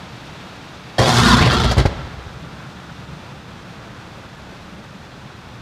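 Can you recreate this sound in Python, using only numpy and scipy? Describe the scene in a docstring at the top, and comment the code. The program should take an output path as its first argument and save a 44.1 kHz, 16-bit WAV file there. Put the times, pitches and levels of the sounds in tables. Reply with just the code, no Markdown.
"""A snowy street crossing, heard from an upper window: a power cable shorts under the road.
The arc roars and buzzes out of the manhole for most of a second while its jet of hot gas howls.
It ends in a few cracks and gas blasts that boom in the shaft and echo between the house fronts.
Steam rushes from the hole before and after; traffic drones and cars roll slowly past."""
import sys
import numpy as np
from scipy import signal
from scipy.fft import rfft, irfft, next_fast_len
from scipy.io import wavfile

SR = 44100
rng = np.random.default_rng(int(sys.argv[2]) if len(sys.argv) > 2 else 0)


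def wav_out(sig):
    """Save sig, one row per channel (or a flat mono array), as 16-bit PCM at SR to the path in sys.argv[1]."""
    wavfile.write(sys.argv[1], SR, np.round(np.clip(np.atleast_2d(sig).T, -1, 1) * 32767).astype(np.int16))


N = 247531
TIME = np.arange(N) / SR
IGNITION_S, ARC_OUT_S = .9825, 1.706

# The frying top of the arc and its cracks. Each row: frequency in Hz, relative level in dB.
SIZZLE_SPECTRUM = [(3000, 1.5), (5500, 6.5), (7500, 2), (10500, -5), (12000, -10.5), (15000, -19)]


def from_db(db):
    """Decibels to gain."""
    return 10 ** (np.asarray(db) / 20)


def rms_one(x):
    """Scale to rms 1."""
    return x / np.sqrt(np.mean(x ** 2) + 1e-20)


def in_time(rows):
    """Turn rows that begin with a time in seconds into one curve per further column."""
    times, *columns = np.transpose(rows)
    return [np.interp(TIME, times, column) for column in columns]


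def at_hz(points, hz):
    """Read a table on a log-frequency axis."""
    known, values = np.transpose(points)
    return np.interp(np.log(np.maximum(hz, 1)), np.log(known), values)


def drift(rate_hz):
    """A smooth random wobble, rms about 1."""
    pole = np.exp(-40 * np.pi * rate_hz / SR)
    noise = rng.standard_normal(N // 20 + 4002)  # one value per 20 samples
    slow = signal.lfilter([1], [1, -2 * pole, pole * pole], noise)[4000:]
    return np.interp(np.arange(N) / 20, np.arange(len(slow)), rms_one(slow))


def colour(x, spectrum):
    """Give a steady sound a spectrum; rms 1."""
    size = next_fast_len(N)
    gains = from_db(at_hz(spectrum, np.fft.rfftfreq(size, 1 / SR)))
    return rms_one(irfft(rfft(x, size) * gains, size)[:N])


def cut(x, hz, kind, order=2):
    """Butterworth filter."""
    sections = signal.butter(order, np.clip(hz, 10, SR / 2 - 10), kind, fs=SR, output="sos")
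    return signal.sosfilt(sections, x + 1e-18)


def resonate(x, hz, width_hz, passes=1):
    """A resonance with gain 1 at its peak; more passes steepen its skirts."""
    radius = np.exp(-np.pi * width_hz / SR)
    zeros = np.array([1, 0, -1]) * (1 - radius ** 2) / 2
    poles = [1, -2 * radius * np.cos(2 * np.pi * hz / SR), radius ** 2]
    for _ in range(passes):
        x = signal.lfilter(zeros, poles, x + 1e-18)
    return x


def dying(start, t60):
    """An envelope that jumps to 1 and dies away."""
    return (TIME >= start) * from_db(-60 * np.clip((TIME - start) / t60, 0, 4))


def burn(attack_s, end_s, t60):
    """An envelope that rises from the ignition, holds until end_s and dies away."""
    return np.where(TIME < end_s, np.clip((TIME - IGNITION_S) / attack_s, 0, 1), dying(end_s, t60))


def crackle(per_s, spread_db):
    """Tiny shocks at random moments, their sizes scattered by spread_db; rms 1."""
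    sizes = from_db(spread_db * np.minimum(rng.exponential(1, N), 4)) * rng.choice([-1, 1], N)
    return rms_one(sizes * (rng.random(N) < per_s / SR))


def steam(rush_db=-39, hiss_before_db=-49, hiss_after_db=-54, sag_db_per_s=.52, surge_db=.5):
    """Steam leaves the hole in a broad, gently surging rush with a brighter hiss; drops spit in it."""
    # Tone of the rush and of the hiss. Each row: frequency in Hz, relative level in dB.
    rush_spectrum = [(180, -27), (300, 2), (390, -2.5), (482, -1.5), (801, 0.5), (1090, -1.5), (1420, -1),
                     (2100, -7.5), (2730, -7.5), (2970, -11.5), (3490, -8), (4320, -13), (6100, -18.5),
                     (10500, -31.5), (15000, -37)]
    hiss_spectrum = [(1200, -47), (2300, 9), (4200, 5), (6000, -3.5), (10000, -23), (15000, -45)]
    flow = from_db(surge_db * drift(20.0) - sag_db_per_s * TIME)
    rush = colour(rng.standard_normal(N) + from_db(-24) * crackle(per_s=51, spread_db=2), rush_spectrum)
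    hiss = colour(rng.standard_normal(N), hiss_spectrum)
    hiss_db = np.interp(TIME, [IGNITION_S, ARC_OUT_S], [hiss_before_db, hiss_after_db])
    return flow * (from_db(rush_db) * rush + from_db(hiss_db) * hiss)


def traffic(level_db=-40, lump_db=0.5):
    """Distant engines and tyres blend into a lumpy drone."""
    # Tone of the drone. Each row: frequency in Hz, relative level in dB.
    drone_spectrum = [(15, -34), (30, -1), (54, -10), (71, 2), (92, -5.5), (122, 2), (150, -6), (188, -0.5),
                      (215, -4.5), (390, -15.5), (580, -16), (1000, -65)]
    return from_db(level_db + lump_db * drift(6.6)) * colour(rng.standard_normal(N), drone_spectrum)


def pass_by(rows):
    """The envelope of sources that come near and go away; each falls as one over distance."""
    return np.sqrt(sum(from_db(db) ** 2 / (1 + ((TIME - peak_s) / swell_s) ** 2)
                       for peak_s, db, swell_s in rows))


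def cars():
    """Exhausts drone unevenly in one low resonance; tyres hiss through wet patches."""
    # Swells of exhaust and tyres. Each row: peak time in seconds, level in dB, swell time in seconds.
    exhaust_swells = [(0.0, -40.5, 0.23), (2.45, -35, 0.025), (3.1, -40, 0.47), (4.9, -51, 0.67)]
    tyre_swells = [(2.65, -51.5, 0.49), (3.86, -45.5, 0.078)]
    exhaust = resonate(rng.standard_normal(N), hz=144, width_hz=46, passes=2)
    tyres = resonate(rng.standard_normal(N), hz=1300, width_hz=700, passes=2)
    return pass_by(exhaust_swells) * rms_one(exhaust) + pass_by(tyre_swells) * rms_one(tyres)


def swirl(x, paths=4, path_db=-7, detour_s=.004, wander_s=0.000201):
    """Sound takes several wandering paths through billowing hot gas, so peaks and notches sweep."""
    detours = np.linspace(detour_s / paths, detour_s, paths) * rng.uniform(.8, 1.2, paths)
    bent = sum((-1) ** k * np.interp(TIME - detour - wander_s * drift(2.9), TIME, x)
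               for k, detour in enumerate(detours))
    return rms_one(x + from_db(path_db) * bent)


def arc(buzz_hz=119.7, waver=0.00846, flare_db=3.5, sputter_db=2.0, strike_s=0.0076, sizzle_lift_db=2.5):
    """The arc flares with each half cycle of the current, pulsing its roar, howl and sizzle."""
    # The arc's course. Each row: time in seconds, roar level in dB, sizzle level in dB before its lift.
    arc_levels = [(1.0, -19.5, -29), (1.052, -16.5, -36.5), (1.084, -16, -27.5), (1.314, -13, -28),
                  (1.436, -18, -42.5), (1.652, -18.5, -37.5), (1.67, -21, -51)]
    roar_db, sizzle_db = in_time(arc_levels)
    phase = 2 * np.pi * np.cumsum(buzz_hz * (1 + waver * drift(17.0))) / SR
    flare = from_db(flare_db * np.cos(phase) + sputter_db * drift(38))
    body = from_db(roar_db) * roar(flare)
    jet = howl(flare, strike_s)
    sparks = swirl(crackle(per_s=6300, spread_db=0) * flare)
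    sizzle = from_db(sizzle_db + sizzle_lift_db) * colour(sparks, SIZZLE_SPECTRUM)
    return burn(strike_s, ARC_OUT_S, t60=0.25) * (body + sizzle + buzz(phase)) + jet


def roar(flare):
    """Bursts of shocks from the arc merge into a roar and ring in the cable vault; rms 1."""
    # Tone of the roar. Each row: frequency in Hz, relative level in dB.
    roar_spectrum = [(60, -9), (130, 10.5), (250, 8), (340, 4), (470, 5.5), (600, -9.5), (1050, 2),
                     (1450, -5.5), (1900, -3.5), (2400, -9.5), (2900, -6.5), (3400, -1), (4800, -6),
                     (6500, -17.5), (12000, -42)]
    # The vault's resonances. Each row: frequency in Hz, width in Hz, relative level in dB.
    vault_modes = [(731, 19, -25), (970, 80, -13.5), (1355, 54, -14.5), (1580, 19, -29), (1937, 25, -28),
                   (3250, 160, -23)]
    shocks = swirl(crackle(per_s=6000, spread_db=3.5) * flare)
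    ringing = sum(from_db(db) * rms_one(resonate(shocks, hz, width)) for hz, width, db in vault_modes)
    return rms_one(colour(shocks, roar_spectrum) + ringing)


def howl(flare, attack_s, start_db=-18.5, sag_db_per_s=12, half_width_hz=170):
    """The jet's howl climbs as the gas heats up, shrieks, falls back and dies when the gas is spent."""
    # The howl's glide. Each row: time in seconds, pitch in Hz.
    glide = [(.98, 600), (1.08, 705), (1.2, 1100), (1.39, 1380), (1.425, 2340), (1.465, 2830), (1.5, 1270)]
    pitch_hz, = in_time(glide)
    carrier = np.exp(2j * np.pi * np.cumsum(pitch_hz) / SR)
    turbulence = rng.standard_normal(N) * flare
    gliding_band = (cut(turbulence / carrier, half_width_hz, "low") * carrier).real
    level = from_db(start_db - sag_db_per_s * (TIME - IGNITION_S))
    return level * burn(attack_s, end_s=1.54, t60=0.21) * rms_one(gliding_band)


def buzz(phase, sputter_db=5.0, gain_db=-2.5):
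    """The hum of the arc; each partial sputters by itself."""
    # The hum's course. Each row: time in seconds, relative levels of fundamental and overtones in dB.
    buzz_levels = [(1.0, -10, -26.5), (1.074, -33, -36.5), (1.116, -16, -24), (1.326, -27.5, -20.5),
                   (1.476, -14, -33), (1.55, -38, -20), (1.632, -19.5, -37), (1.67, -24, -34.5)]
    # Its overtones. Each row: harmonic number, offset from the overtone level in dB.
    overtones = [(2, 2), (3, -8.5), (4, -15), (6, -31), (10, -11.5), (12, -5.5), (15, -9)]
    fundamental_db, overtone_db = in_time(buzz_levels)
    partials = [(1, fundamental_db)] + [(harmonic, overtone_db + db) for harmonic, db in overtones]
    hum = np.zeros(N)
    for harmonic, db in partials:
        level = from_db(db + gain_db + sputter_db * drift(22.0))
        hum += level * np.sqrt(2) * np.sin(harmonic * phase + rng.uniform(0, 2 * np.pi))
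    return hum


def iron_frame(shake=0.0142):
    """The first blow sets the manhole frame ringing; the rushing gas shakes its pitch."""
    # The iron's modes. Each row: frequency in Hz, level in dB, time to fall 60 dB in seconds.
    iron_modes = [(528, -14, 0.26), (726, -15, 0.23), (1750, -25, 0.33), (3270, -20, 0.28),
                  (4480, -21.5, 0.12), (5180, -25, 0.078)]
    ring = np.zeros(N)
    for hz, db, t60 in iron_modes:
        phase = 2 * np.pi * np.cumsum(hz * (1 + shake * drift(71))) / SR
        ring += from_db(db) * dying(IGNITION_S, t60) * np.sin(phase)
    return ring


def blasts():
    """Burning gas gives a push followed by suction, and sets the shaft booming."""
    # Each row: start in seconds, gain in dB, length of the push in seconds, low-pass cutoff in Hz.
    gas_blasts = [(.983, -18, .002, 500), (1.002, -11.5, .002, 900), (1.408, -3, 0.0021, 300),
                  (1.645, -10, .005, 300), (1.659, -7, 0.005, 150), (1.769, -9, 0.0018, 1010),
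                  (1.778, -2, 0.0044, 248), (1.794, -1, 0.00072, 406), (1.810, -7.5, 0.0022, 503),
                  (1.854, -2.5, 0.0024, 1800)]
    # The shaft's boom. Each row: frequency in Hz, relative level in dB, time to fall 60 dB in seconds.
    shaft_modes = [(61, -11.5, 0.2), (95, -7, 0.13), (134.5, -5, 0.067), (240, -14.5, 0.035),
                   (413, -18.5, 0.12), (520, -19, 0.031), (820, -10.5, 0.043)]
    out = np.zeros(N)
    age = TIME[:SR // 2]
    boom = sum(from_db(db - 60 * age / t60) * np.sin(2 * np.pi * hz * age) for hz, db, t60 in shaft_modes)
    for start_s, db, push_s, cutoff_hz in gas_blasts:
        pressure = (1 - age / push_s) * np.exp(-np.minimum(age / push_s, 20))
        start = round(start_s * SR)
        out[start:start + len(age)] += from_db(db) * cut(pressure + boom, cutoff_hz, "low")
    return out


def cracks(rise_s=0.0053):
    """Each time the arc strikes or restrikes, a short shower of shocks swells and dies."""
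    # Each row: start in seconds, body level in dB, sizzle level in dB, time to fall 60 dB in seconds.
    strikes = [(0.985, -14.5, -41, 0.23), (1.075, -14, -28, 0.092), (1.184, -13, -29, 0.055),
               (1.279, -21, -22, 0.17), (1.366, -10, -20, 0.064), (1.406, -13.5, -31, 0.21),
               (1.456, -12.5, -29, 0.15), (1.527, -17.5, -24, 0.097), (1.638, -12, -29, .08),
               (1.711, -13, -22, 0.081), (1.768, -17, -31, .06), (1.778, -8.5, -22.5, 0.089),
               (1.796, -15.5, -36, 0.14), (1.855, -9.5, -28.5, .065)]
    # Tone of a crack's body. Each row: frequency in Hz, relative level in dB.
    body_spectrum = [(90, 1.5), (200, 3), (340, 6.5), (520, 7), (780, 2), (1150, -5), (1800, -3),
                     (2500, -9.5), (3400, -10.5), (5000, -12), (7000, -40), (13000, -54)]
    body_level, sizzle_level = np.zeros(N), np.zeros(N)
    for start_s, body_db, sizzle_db, t60 in strikes:
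        shower = np.clip((TIME - start_s) / rise_s, 0, 1) * dying(start_s, t60)
        body_level += from_db(body_db) * shower
        sizzle_level += from_db(sizzle_db) * shower
    body = colour(swirl(crackle(per_s=12000, spread_db=1.5)), body_spectrum)
    sizzle = colour(crackle(per_s=8000, spread_db=-1.0), SIZZLE_SPECTRUM)
    return body_level * body + sizzle_level * sizzle


def outflow(level_db=-19.5):
    """Hot gas tumbles out of the shaft: a deep rumble that builds while the arc burns, then ebbs."""
    # Tone of the rumble. Each row: frequency in Hz, relative level in dB.
    rumble_spectrum = [(25, -34), (42, -13), (58, 9.5), (80, 2), (110, -8.5), (200, -8), (600, -72)]
    rumble = colour(rng.standard_normal(N), rumble_spectrum)
    return from_db(level_db) * burn(attack_s=0.36, end_s=1.58, t60=1.82) * rumble


def reflect(x, walls):
    """Each wall returns a later, quieter copy of the sound."""
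    return sum(from_db(db) * np.interp(TIME - delay_s, TIME, x, left=0) for delay_s, db in walls)


def street_echo(x, tail_gain_db=-16, slap_top_hz=2200, build_s=0.0061, bass_hz=130):
    """Dull slaps from the house fronts and a diffuse tail; much of the bass escapes over the roofs."""
    # Slaps off the houses. Each row: delay in seconds, gain in dB.
    house_fronts = [(.071, -16), (.135, -19.5), (.215, -24), (.335, -26), (.41, -26)]
    # The street's ring. Each row: frequency in Hz, time to fall 60 dB in seconds.
    decay_times = [(60, 0.97), (120, 0.84), (300, 0.72), (1500, 1.92), (4000, 1.4), (12000, .3)]
    trapped = cut(x, bass_hz, "high", order=1)
    age = TIME[:2 * SR]
    edges_hz = np.geomspace(30, 16000, 10)
    tail = np.zeros(len(age))
    for low, high in zip(edges_hz, edges_hz[1:]):
        t60 = at_hz(decay_times, np.sqrt(low * high))
        tail += cut(rng.standard_normal(len(age)), [low, high], "band") * from_db(-60 * age / t60)
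    tail *= (1 - np.exp(-age / build_s)) * from_db(tail_gain_db) / np.sqrt(SR / 20)
    slaps = cut(reflect(trapped, house_fronts), slap_top_hz, "low", order=1)
    return slaps + signal.fftconvolve(trapped, tail)[:N]


def far_echoes(x, top_hz=120):
    """Only the bass comes back from buildings far down the street."""
    # Each row: delay in seconds, gain in dB.
    far_buildings = [(0.189, -22), (.41, -22)]
    return reflect(cut(x, top_hz, "low"), far_buildings)


def ticks(t60=0.033, width_hz=450):
    """Short gritty ticks in the street, each ringing around one pitch."""
    # Each row: start in seconds, peak level in dB, pitch in Hz.
    street_ticks = [(2.602, -30, 1330), (2.893, -31, 1430)]
    out = np.zeros(N)
    for start_s, db, hz in street_ticks:
        tick = resonate(dying(start_s, t60) * rng.standard_normal(N), hz, width_hz, passes=2)
        out += from_db(db) * tick / np.abs(tick).max()
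    return out


def scene():
    """The explosion and its echoes over a bed of steam and traffic, in mono."""
    explosion = arc() + cracks() + blasts() + iron_frame()
    bed = steam() + traffic() + cars() + ticks()
    return (explosion + street_echo(explosion) + far_echoes(explosion) + outflow() + bed)[None]


def record(dry, bass_hz=43, ceiling=0.86, top_hz=15200):
    """A small microphone loses the deep bass, rounds the highest peaks and cuts the top."""
    thin = cut(dry, bass_hz, "high", order=3)
    rounded = thin / (1 + (thin / ceiling) ** 4) ** (1 / 4)
    return signal.sosfilt(signal.ellip(12, .1, 90, top_hz, fs=SR, output="sos"), rounded)


dry = scene()
out = record(dry)
wav_out(out)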